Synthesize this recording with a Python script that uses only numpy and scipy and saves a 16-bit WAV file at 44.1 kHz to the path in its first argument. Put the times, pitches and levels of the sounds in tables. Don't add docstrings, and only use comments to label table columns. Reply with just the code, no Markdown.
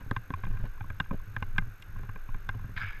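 import sys
import numpy as np
from scipy import signal
from scipy.io import wavfile
from scipy.ndimage import uniform_filter1d

SR = 44100
rng = np.random.default_rng(int(sys.argv[2]) if len(sys.argv) > 2 else 0)


def level_to_linear(level):
    exponent = np.asarray(level, float) / 20
    return 10 ** exponent


def bounce(signal):
    frames = np.transpose(np.atleast_2d(signal))
    limited = np.clip(frames, -1, 1)
    pcm = np.round(limited * 32767).astype(np.int16)
    wavfile.write(sys.argv[1], SR, pcm)


N = 132300

# (frequency [Hz], level [dB], decay time t60 [s])
CASE = [(819.5, -8, 0.024), (1051.7, 3.5, 0.02), (1244, -9, 0.037), (1576, 0.66, 0.026),
        (1629, -1.5, 0.0097), (2090, -10.5, 0.036), (2394, -6, 0.014), (2760, -13.5, 0.019),
        (3290, -17, 0.0091), (3618, -19.5, 0.012), (4170, -38, 0.016), (4990, -28.5, 0.007)]
# (frequency [Hz], level [dB], decay time t60 [s])
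MOUNT = [(105.7, 2.5, 0.16), (126, -6, 0.084), (176.3, -6, 0.11), (278.7, -14, 0.059),
         (398.8, -14.5, 0.062), (511, -14, 0.037)]


def rms_one(x):
    return x / np.sqrt(np.mean(x ** 2) + 1e-20)


def in_time(rows):
    s, *columns = np.transpose(rows)
    return [np.interp(np.arange(N) / SR, s, c) for c in columns]


def drift(rate):
    step = 40
    r = np.exp(-2 * np.pi * rate * step / SR)
    white = rng.standard_normal(N // step + 2002)
    slow = signal.lfilter([1], [1, -2 * r, r * r], white)[2000:]
    return np.interp(np.arange(N) / step, np.arange(len(slow)), rms_one(slow))


def ring(x, hz, t60):
    r = level_to_linear(-60 / (max(t60, 1e-3) * SR))
    w = 2 * np.pi * hz / SR
    return signal.lfilter([0, np.sin(w)], [1, -2 * r * np.cos(w), r * r], x + 1e-18)


def peak(x, hz, width):
    r = np.exp(-np.pi * width / SR)
    poles = [1, -2 * r * np.cos(2 * np.pi * hz / SR), r * r]
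    return signal.lfilter([(1 - r * r) / 2, 0, (r * r - 1) / 2], poles, x)


def coloured(spectrum, patchy_db):
    hz, db = np.transpose(spectrum)
    edges = hz[0] * 2 ** np.arange(0, np.log2(hz[-1] / hz[0]) + .01, .5)
    out, white, together = 0, rng.standard_normal((2, N + SR)), drift(1.3)
    for k, low in enumerate(edges):
        high = min(low * 2 ** .5, .45 * SR)
        band_pass = signal.butter(2, [low, high], "band", fs=SR, output="sos")
        band = signal.sosfilt(band_pass, white[k % 2])[SR:]
        level = np.interp(np.log(low * 1.126), np.log(hz), db)
        flicker = patchy_db * (0.077 * together + drift(5.7))
        out = out + band * level_to_linear(level + flicker)
    return rms_one(out)


def grains(rate, spread_db):
    sizes = level_to_linear(spread_db * np.minimum(rng.exponential(1, N), 4.0)) * rng.choice([-1, 1], N)
    return sizes * (rng.random(N) < rate / SR)


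def strikes(s, db, low_db, mid_db, high_db, contact_s):
    out, size = np.zeros(N + SR), 2400
    t = np.arange(size) / SR
    chatter = rng.standard_normal((len(s), size))
    crack = rng.standard_normal((len(s), size))
    spread = rng.standard_normal((len(s), len(CASE)))
    colour_hz = [850, 1050, 1400, 1800, 2000, 2400, 3400]
    touch = np.exp(-(t / contact_s) ** 2)
    for k in range(len(s)):
        body = 0
        colour_db = [low_db[k] / 3, low_db[k], 0, 0, mid_db[k], mid_db[k], high_db[k]]
        for (hz, level, t60), z in zip(CASE, spread[k]):
            push = touch * (3.01 * chatter[k] + np.cos(2 * np.pi * hz * t + 9 * z))
            mode = ring(peak(push, hz, .3 * hz), hz * (1 + .006 * z), t60)
            colour = np.interp(hz, colour_hz, colour_db)
            body = body + level_to_linear(level + colour + 4 * z) * mode / np.abs(mode).max()
        snap = peak(peak(crack[k], 5500, 4400), 6000, 5500) * np.exp(-t / 0.0022)
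        crack_db = -37 + 1.48 * high_db[k]
        body = body / np.abs(body).max() + level_to_linear(crack_db) * snap
        i = int((s[k] - .001) * SR)
        out[i:i + size] += level_to_linear(db[k]) * body
    return out[:N]


def jolts():
    # (time [s], peak level [dB], pitch [Hz], relative thud level [dB], decay to -60 dB [cycles])
    blows = [(0.061, -32.5, 109, -9.5, 6.6), (0.11, -23.5, 112, 3, 8.4), (0.166, -28, 113, -17, 11.3),
             (0.302, -26.5, 147, -2, 6.6), (0.337, -29, 90.6, -32, 14), (0.435, -31, 120, -9, 13),
             (0.465, -32.5, 179, -9, 17), (0.502, -34, 109.7, -31, 31), (0.546, -32.5, 107, -42, 8),
             (0.597, -42, 106, -27, 19), (0.635, -34.5, 121, -4, 6.2), (0.651, -33.5, 193, -15, 7.3),
             (0.809, -32.5, 100.4, -38, 16), (0.841, -40.5, 148, -4.5, 11), (0.901, -31.5, 85, -9, 15),
             (1.002, -23.5, 148, -11.5, 7.2), (1.11, -24.5, 173, -2.5, 12.7), (1.124, -29.5, 153, 1, 5.9),
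             (1.141, -22.5, 168, -13, 5), (1.365, -30.5, 115, -7, 10), (1.421, -25, 96, -5, 4.6),
             (1.584, -23, 161.5, -12.5, 11.3), (1.62, -33, 101.6, -41, 16.5), (1.962, -38, 98, -9.5, 12),
             (1.993, -38.5, 116, -2, 11), (2.034, -35.5, 111, -15.5, 14), (2.089, -35, 107, -7, 8),
             (2.157, -39.5, 147, -0.5, 4.4), (2.288, -35.5, 109, -7, 14), (2.346, -37, 107, -3, 8.4),
             (2.489, -29, 101.5, -9.5, 8.7), (2.549, -33.5, 103.7, -9, 20), (2.643, -29.5, 103, -17, 11),
             (2.691, -35.5, 109, -8.5, 10), (2.835, -34, 95.4, -12, 30)]
    out, t = np.zeros(N + SR), np.arange(SR // 4) / SR
    noises = rng.standard_normal((len(blows), len(t)))
    for (s, db, hz, thud_db, cycles), noise in zip(blows, noises):
        swing = 0
        for f, level in [(hz, 0), (MOUNT[0][0], -8.5)]:
            swing = swing + level_to_linear(level - 60 * t * f / cycles) * np.sin(2 * np.pi * f * t)
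        swing = swing * (1 - np.exp(-t / 0.00042))
        push = noise * np.exp(-t / 0.0057)
        modes = [ring(peak(push, f, f), f, t60 / 2) for f, _, t60 in MOUNT[3:]]
        thud = sum(level_to_linear(-4 * k) * m / np.abs(m).max() for k, m in enumerate(modes))
        start = int((s + .002) * SR)
        out[start:][:len(t)] += level_to_linear(db - 0.5) * (swing + level_to_linear(thud_db - 6) * thud)
    return out[:N]


def hardware():
    # (time [s], peak level [dB], low modes [dB], middle modes [dB], high modes [dB])
    knocks = [(0.164, -20, -3.5, 3.5, 3), (0.338, -25, -9.5, -1.5, 3), (0.436, -30, 3.5, 0, -5),
              (0.468, -34, -1, -4, -8), (0.808, -34.5, -7, -2.5, -5), (0.901, -30, 1, 5.5, 7),
              (1.001, -18.5, -7, -2.5, 5.5), (1.11, -28.5, 6, 1.5, -7), (1.365, -23, -3.5, -2, -2.5),
              (1.425, -23.5, 1.5, 3, 3), (1.582, -14.5, -4, 0.5, 6.5), (2.092, -35, -1, 0.5, -9),
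              (2.159, -35.5, -1.5, 1.5, -3), (2.344, -34.5, 1, 1, 2), (2.491, -21.5, -7.5, -1, 4)]
    # (time [s], peak level [dB], low modes [dB], middle modes [dB], high modes [dB])
    raps = [
        (0.112, -21, 1, -9, 6.5),
        (0.305, -29.5, -1.5, -12, 1.5),
    ]
    # (time [s], peak level [dB], low modes [dB], high modes [dB])
    light_taps = [(0.451, -37, -7, 7), (0.571, -39.5, -3, -1), (0.777, -47.5, 11, -5),
                  (0.842, -42.5, 16, -22), (1.042, -47.5, -12, 15), (1.059, -42, 0, -5),
                  (1.199, -47.5, 10, -18), (1.561, -36.5, -0.5, 1), (1.621, -40.5, -2, -6),
                  (1.824, -39, -24, 21.5), (1.961, -39.5, 3, -6), (1.992, -49, 1, 0), (2.032, -42.5, 3, 3),
                  (2.289, -40.5, 2, -11), (2.542, -45, 11, -8), (2.593, -41, -2, -12),
                  (2.641, -46.5, -1, -4), (2.692, -46, -4, -1)]
    contact_s, rap_contact_s = 0.0027, .0009
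    s, db, low_db, high_db = np.transpose(light_taps)
    taps = strikes(s, db, low_db, high_db / 2, high_db, contact_s)
    hard = strikes(*np.transpose(knocks), contact_s)
    sharp = strikes(*np.transpose(raps), rap_contact_s)
    return hard + sharp + taps + jolts()


def scrapes():
    # (start [s], length [s], level [dB])
    drags = [(0.0, 0.037, -55.5), (0.042, 0.011, -72), (0.367, 0.044, -56.5), (0.438, 0.018, -47),
             (0.475, .015, -50), (0.499, 0.033, -54.5), (0.53, 0.043, -54.5), (0.595, .03, -52),
             (.636, 0.046, -50.5), (1.125, 0.036, -54), (1.982, 0.028, -60.5), (2.037, 0.03, -59),
             (2.541, 0.023, -50.5)]
    t, rub = np.arange(N) / SR, grains(1200, 3.0)
    drag, edge_s = 0, 0.0064
    for s, length, db in drags:
        edge = np.minimum(t - s, (s + length - t) / 3) / edge_s
        drag = drag + level_to_linear(db) * np.clip(edge, 0, 1)
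    case = rms_one(sum(level_to_linear(db) * ring(peak(rub, hz, hz), hz, t60 / 2) for hz, db, t60 in CASE))
    body = rms_one(sum(ring(peak(rub, hz, hz), hz, t60 / 2) for hz, _, t60 in MOUNT[3:]))
    return drag * (case + level_to_linear(-0.5) * body)


def mount(pushes):
    soft = signal.lfilter([.001], [1, -1.92, .9216], pushes)
    return sum(level_to_linear(db) * ring(soft, hz, t60) for hz, db, t60 in MOUNT)


def movement():
    # (time [s], gust rumble level [dB], mount shaking level [dB])
    motion = [(0.0, -39, -46.5), (0.12, -35.5, -56.5), (0.33, -42, -55), (0.53, -28, -44),
              (0.63, -23.5, -44.5), (0.75, -38.5, -55), (0.95, -38.5, -51.5), (1.22, -35.5, -53.5),
              (1.45, -35.5, -48.5), (1.68, -34.5, -51), (1.79, -45.5, -61.5), (1.86, -45.5, -57),
              (1.96, -32.5, -46), (2.15, -39, -56.5), (2.3, -35.5, -59), (2.63, -33, -47.5),
              (2.8, -38, -49), (2.92, -33, -53.5), (3.0, -39, -58.5)]
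    # (frequency [Hz], density [dB per Hz])
    gust_spectrum = [(7, -11.5), (14, 11.5), (28, -7.5), (45, -9)]
    gust_db, shake_db = in_time(motion)
    shake = rms_one(mount(grains(120, 4) + 0.05 * rng.standard_normal(N)))
    rub = grains(300, 3.0) * level_to_linear(4.0 * drift(10.0))
    rustle = rms_one(sum(level_to_linear(db) * ring(peak(rub, hz, hz), hz, t60) for hz, db, t60 in CASE[:7]))
    low_pass = signal.butter(4, 48, fs=SR, output="sos")
    gust = signal.sosfilt(low_pass, coloured(gust_spectrum, patchy_db=-2.5))
    return level_to_linear(gust_db) * gust + level_to_linear(shake_db + 4.5) * (shake + level_to_linear(-32.5) * rustle)


def rope_slip():
    # (time [s], level [dB])
    slip = [
        (2.759, -70),
        (2.766, -34.5),
        (2.778, -33),
        (2.79, -41),
        (2.818, -37.5),
        (2.84, -35),
        (2.85, -41.5),
        (2.935, -46.5),
        (3.0, -56.5),
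    ]
    # (frequency [Hz], bandwidth [Hz], level [dB])
    slip_case_modes = [(1090, 550, -5), (1517, 130, 1.5), (1697, 56, 1), (2255, 184, 0), (2830, 460, -16),
                       (3750, 550, -17), (4880, 230, -20.5)]
    level_db, = in_time(slip)
    rub = grains(3000, 3.0) * level_to_linear(.7 * drift(45))
    tone = 0
    for k, (hz, width, db) in enumerate(slip_case_modes):
        mode = rms_one(peak(peak(rub, hz, width), hz, 7.0 * width))
        tone = tone + (-1) ** k * level_to_linear(db + 2.2 * drift(28)) * mode
    return level_to_linear(level_db) * rms_one(tone) * (np.arange(N) / SR > slip[0][0])


def air():
    # (frequency [Hz], bandwidth [Hz], level [dB])
    cavity = [(1010, 84, -98), (1522, 220, -60.5), (2253, 620, -68), (3335, 460, -79)]
    # (frequency [Hz], density [dB per Hz])
    air_spectrum = [(130, -25), (300, -1), (600, -7), (1300, -1), (2400, -14.5), (2950, -23), (4200, -17),
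                    (6000, -35)]
    white, rings = rng.standard_normal(N), 0
    for hz, width, db in cavity:
        mode = rms_one(peak(peak(white, hz, width), hz, 2 * width))
        rings = rings + level_to_linear(db + 0.4 * drift(14.0)) * mode
    return rings + level_to_linear(-61.5) * coloured(air_spectrum, patchy_db=.8)


def electronics():
    # (frequency [Hz], density [dB per Hz])
    hiss = [(3500, -8), (6000, 7.5), (9500, 3), (14000, 6.5)]
    # whine, lower and upper tone (frequency [Hz])
    whine_hz = [6449.6, 12923]
    # whine, lower and upper tone (level [dB])
    whine_db = [-71, -65.5]
    bursts_per_s, burst_start, burst_end = 47.952, .2, .615
    frame, phase = np.divmod(np.arange(N) / SR * bursts_per_s, 1)
    on = uniform_filter1d(1. * (phase > burst_start) * (phase < burst_end), size=20)
    jump = rng.uniform(0, 2 * np.pi, int(frame[-1]) + 1)[frame.astype(int)]
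    w = 2 * np.pi * np.arange(N) / SR
    flip = .5 * np.pi * (frame % 4 > 1)
    low = level_to_linear(whine_db[0]) * np.sin(whine_hz[0] * w + flip + .35 * jump)
    high = level_to_linear(whine_db[1]) * np.sin(whine_hz[1] * w + jump)
    return on * (low + high) + level_to_linear(-73.5) * coloured(hiss, patchy_db=0.6)


def scene():
    near = hardware() + scrapes() + movement() + rope_slip()
    return (near + air() + electronics())[None]


def top_cut(x):
    return signal.sosfilt(signal.butter(12, 15060, fs=SR, output="sos"), x)


def record(dry):
    low_pass = signal.cheby2(12, 60, 15450, fs=SR, output="sos")
    mix = signal.sosfilt(low_pass, dry)
    return top_cut(mix)


dry = scene()
out = record(dry)
bounce(out)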